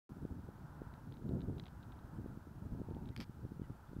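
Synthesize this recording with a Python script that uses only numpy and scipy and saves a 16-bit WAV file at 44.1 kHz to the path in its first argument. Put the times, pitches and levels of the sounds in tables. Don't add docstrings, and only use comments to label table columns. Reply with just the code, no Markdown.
import sys
import numpy as np
from scipy import signal
from scipy.fft import rfft, irfft, next_fast_len
from scipy.io import wavfile
from scipy.ndimage import map_coordinates

SR = 44100
rng = np.random.default_rng(int(sys.argv[2]) if len(sys.argv) > 2 else 0)


def log_audio(samples):
    frames = np.atleast_2d(samples).T
    limited = np.clip(frames, -1, 1)
    pcm = np.round(limited * 32767).astype(np.int16)
    wavfile.write(sys.argv[1], SR, pcm)


N = 176400
START_S = .093

# t/s, level/dB
GUSTS = [(.1, -58), (.2, -54), (.24, -46), (.275, -58.5), (.325, -43), (.42, -56), (.75, -60.5),
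         (.81, -54.5), (.86, -60.5), (1.055, -59.5), (1.09, -48.5), (1.15, -57), (1.26, -44), (1.37, -40),
         (1.455, -45), (1.5, -40.5), (1.6, -49), (1.69, -63), (1.9, -58.5), (2.11, -56.5), (2.19, -52),
         (2.33, -54.5), (2.43, -61), (2.62, -52), (2.8, -48), (2.855, -55.5), (2.9, -50), (3.1, -49.5),
         (3.15, -57.5), (3.19, -44.5), (3.26, -65.5), (3.37, -57.5), (3.445, -45), (3.49, -58),
         (3.6, -56.5), (3.67, -62), (3.88, -65.5), (4.0, -53.5)]
# f/Hz, relative level/dB
RUMBLE_COLOUR = [(15, -34), (28, -21.5), (45, -11.5), (70, -3.5), (110, -0.5), (170, -1), (250, -3),
                 (350, -10.5), (500, -21.5), (700, -25.5), (1200, -51.5), (3000, -98)]
# f/Hz, relative level/dB
BED_COLOUR = [(12, -17.5), (25, -8), (45, -2), (70, 2.5), (105, -1), (150, -0.5), (210, -13.5),
              (320, -31.5), (800, -56.5)]


def wind(flutter_db=2.83, flutter_per_s=65, bed_db=-54, bed_follow=0.36):
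    gust_db = curve(GUSTS)
    flutter = amp(flutter_db * wobble(flutter_per_s))
    rumble = amp(gust_db) * unit(noise(RUMBLE_COLOUR) * flutter)
    swing_db = gust_db - gust_db.mean()
    bed = amp(bed_db + bed_follow * swing_db) * unit(noise(BED_COLOUR) * flutter)
    return rumble + bed


# t/s, peak level/dB, half width/s
EDDY_POPS = [(0.1207, -35.5, 0.001), (0.2343, -45, 0.0025), (.2524, -29, .0006), (.3214, -35, 0.0013),
             (.3679, -39, 0.00095), (0.4896, -38.5, 0.00041), (.819, -32, 0.00053),
             (1.3112, -34.5, 0.00049), (1.3592, -32.5, 0.00067), (1.3712, -30, 0.00063),
             (1.4854, -28, 0.00062), (1.4987, -32, 0.00049), (2.1881, -33.5, 0.00087),
             (2.1972, -35, 0.00071), (2.2619, -33.5, 0.00055), (2.3747, -37, 0.00071),
             (2.472, -41, 0.00057), (2.6265, -43, 0.00087), (2.736, -36, 0.0017), (2.7503, -41, 0.00049),
             (2.8073, -31.5, 0.001), (2.8173, -31, 0.00058), (2.8878, -37, 0.00051),
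             (2.9122, -32.5, 0.00062), (2.9396, -40, 0.0019), (2.968, -38.5, 0.00036),
             (3.0138, -38, 0.00097), (3.1056, -36.5, 0.0007), (3.297, -37.5, 0.00087),
             (3.394, -44.5, .0007), (3.4517, -33.5, 0.00066), (3.4652, -40, 0.00082),
             (3.5209, -34, 0.00076), (3.5977, -33.5, 0.00068), (3.6191, -31, 0.00078),
             (3.699, -41, 0.00052), (3.7063, -34, 0.00095), (3.917, -42, .0008), (3.9333, -39, 0.00056),
             (3.9672, -32, 0.00075), (3.9891, -36, 0.00093)]


def eddies(small_per_s=16, small_width_s=0.00073, push_spread=3.5):
    out, t = np.zeros(N), np.arange(-SR // 50, SR // 50) / SR
    times = START_S + np.cumsum(rng.exponential(size=200)) / small_per_s
    strength, breadth = rng.standard_normal((len(times), 2)).T
    levels = np.interp(times, *np.transpose(GUSTS)) + 4.5 + 4 * strength
    widths = small_width_s * np.exp(0.19 * breadth)
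    for s, db, width in list(EDDY_POPS) + list(zip(times, levels, widths)):
        push = bell(t + width, width * push_spread) / push_spread
        pop = push - bell(t, width)
        add(out, s + t[0], amp(db) * pop / np.abs(pop).max())
    return out


# t/s, attack level/dB before trim
TICKS = [(.9395, -54), (1.1235, -52), (1.1405, -57.5), (1.170, -62), (1.291, -56), (1.407, -57),
         (1.4175, -52.5), (1.5825, -49.5), (1.598, -41), (1.6385, -56), (1.657, -51), (1.6662, -48.5),
         (1.6695, -57), (1.682, -51.5), (1.829, -58), (1.834, -59.5), (1.9215, -57.5), (1.926, -55.5),
         (1.9905, -61), (2.9055, -63), (2.948, -57), (3.0575, -59), (3.075, -60), (3.0895, -51.5)]
# f/Hz, relative level/dB
TICK_BODY = [(300, -4.5), (1500, -9), (2200, -6), (2800, -6.5), (3300, -3), (3900, 0), (4400, -10),
             (5200, -21), (8000, -33), (15000, -40)]


def ticks(trim_db=2.5):
    return amp(trim_db) * contacts(TICKS, TICK_BODY, t60=0.0096, rattle=0.7)


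# t/s, attack level/dB before trim
CLICKS = [(3.164, -39), (3.1763, -46.5), (3.2028, -40), (3.204, -41.5), (3.2106, -39.5), (3.2155, -51)]
# f/Hz, relative level/dB
SLIP_BODY = [(300, -15), (1100, 0), (1800, -1), (2300, 5), (2750, -2.5), (3150, 1.5), (3900, -4),
             (4700, 2.5), (5700, -8), (7200, -18), (9500, -16.5), (11000, -23), (12500, -11.5),
             (15000, -39)]


def slip(trim_db=0.5):
    clicks = amp(trim_db) * contacts(CLICKS, SLIP_BODY, t60=0.01, rattle=1.28)
    scrape = slide(3.182, 3.202, db=-68, fade_db=2.5, grit=0.91)
    chatter = slide(3.216, 3.244, db=-56, fade_db=9.5, grit=0.56)
    return clicks + scrape + chatter


def contacts(hits, body, t60, rattle):
    out, t = np.zeros(N), np.arange(SR // 20) / SR
    attack = ring((t == 0).astype(float), body)
    for s, db in hits:
        tail = ring(rng.standard_normal(len(t)) * amp(-60 * t / t60), body)
        crack = attack + rattle * tail * np.linalg.norm(attack) / np.linalg.norm(tail)
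        add(out, s, amp(db) * crack / np.abs(attack).max())
    return out


def slide(start, end, db, fade_db, grit, slips_per_s=430):
    t = np.arange(N) / SR
    rate = slips_per_s * np.exp(0.13 * wobble(300))
    pulses = np.diff(np.floor(np.cumsum(rate) / SR), prepend=0)
    rub = unit(ring(unit(pulses) + grit * rng.standard_normal(N), SLIP_BODY))
    progress = np.clip((t - start) / (end - start), 0, 1)
    return rub * amp(db - fade_db * progress) * ((t > start) & (t < end))


# t/s, level/dB before trim
ROAD_LEVEL = [(.1, -71), (.5, -70), (.85, -67), (1.0, -69), (1.17, -72.5), (1.35, -71.5), (2.0, -69),
              (2.25, -69.5), (2.63, -72), (3.0, -72.5), (3.3, -73.5), (3.55, -72.5), (3.8, -69.5),
              (4.0, -72)]
# f/Hz, relative level/dB
ROAD_COLOUR = [(60, 0), (300, -4), (500, -5.5), (760, -3), (910, 1), (1000, -1.5), (1130, -7), (1310, -2),
               (1550, -5.5), (1800, -14), (2200, -24.5), (4000, -36), (8000, -59)]
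# f/Hz, relative level/dB
VEHICLE_COLOUR = [(300, -8), (600, -10), (900, 5.5), (1150, -8), (1800, -30.5), (2500, -21), (3500, -49),
                  (8000, -47)]


def traffic(trim_db=5.5, waver_db=.5, swell_s=2.933, swell_half_width_s=.13, swell_db=-64.5):
    road = amp(curve(ROAD_LEVEL) + trim_db + waver_db * wobble(8.4)) * noise(ROAD_COLOUR)
    swell = bell(np.arange(N) / SR - swell_s, swell_half_width_s)
    return road + amp(swell_db) * swell * noise(VEHICLE_COLOUR)


# t/s, length/s, start f/Hz, end f/Hz, peak level/dB
CHIRPS = [(2.155, .03, 3050, 2950, -80), (3.11, 0.038, 2080, 2000, -73), (3.618, 0.047, 3080, 2820, -77),
          (3.625, 0.049, 2020, 1920, -73.5), (3.864, 0.03, 3520, 3400, -78.5),
          (3.945, .03, 3700, 3500, -82)]


def birds(blur=.035):
    out = np.zeros(N)
    for s, length, start_hz, end_hz, db in CHIRPS:
        glide = np.linspace(start_hz, end_hz, int(length * SR))
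        hz = glide * (1 + blur * wobble(500)[:len(glide)])
        envelope = np.hanning(len(hz)) ** .5
        add(out, s, amp(db) * envelope * np.sin(2 * np.pi * np.cumsum(hz) / SR))
    return out


def amp(db):
    return 10 ** (np.asarray(db) / 20)


def unit(x):
    return x / np.sqrt(np.mean(x ** 2) + 1e-20)


def bell(t, width):
    return np.exp(-.5 * (t / width) ** 2)


def curve(rows):
    return np.interp(np.arange(N) / SR, *np.transpose(rows))


def wobble(rate):
    return map_coordinates(rng.standard_normal(4096), [np.arange(N) * rate / SR], mode="wrap")


def eq_gain(colour, hz):
    f, db = np.transpose(colour)
    return amp(np.interp(np.log(hz + 1), np.log(f + 1), db))


def filtered(x, response):
    size = next_fast_len(N + 8192)
    return irfft(rfft(x, size) * response(np.fft.rfftfreq(size, 1 / SR)), size)[:N]


def noise(colour):
    return unit(filtered(rng.standard_normal(N), lambda hz: eq_gain(colour, hz)))


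def ring(x, body, size=1024):
    cepstrum = irfft(np.log(eq_gain(body, np.fft.rfftfreq(size, 1 / SR))))
    cepstrum[1:size // 2] *= 2
    cepstrum[size // 2 + 1:] = 0
    impulse_response = irfft(np.exp(rfft(cepstrum)))
    return signal.fftconvolve(x, impulse_response)[:len(x)]


def add(out, s, x):
    part = out[round(s * SR):][:len(x)]
    part += x[:len(part)]


def scene():
    handling = ticks() + slip()
    return (wind() + eddies() + handling + traffic() + birds())[None]


# f/Hz, relative level/dB
HISS_COLOUR = [(100, 8), (2500, 1.5), (5000, 0), (7000, -2.5), (10500, -3.5), (12300, -2), (15500, -3.5)]
HISS_DB, TOP_HZ = -76.5, 15750


def record(dry):
    live = np.arange(N) / SR > START_S
    hiss = amp(HISS_DB) * noise(HISS_COLOUR)
    return filtered((dry[0] + hiss) * live, lambda hz: hz < TOP_HZ)[None]


dry = scene()
out = record(dry)
log_audio(out)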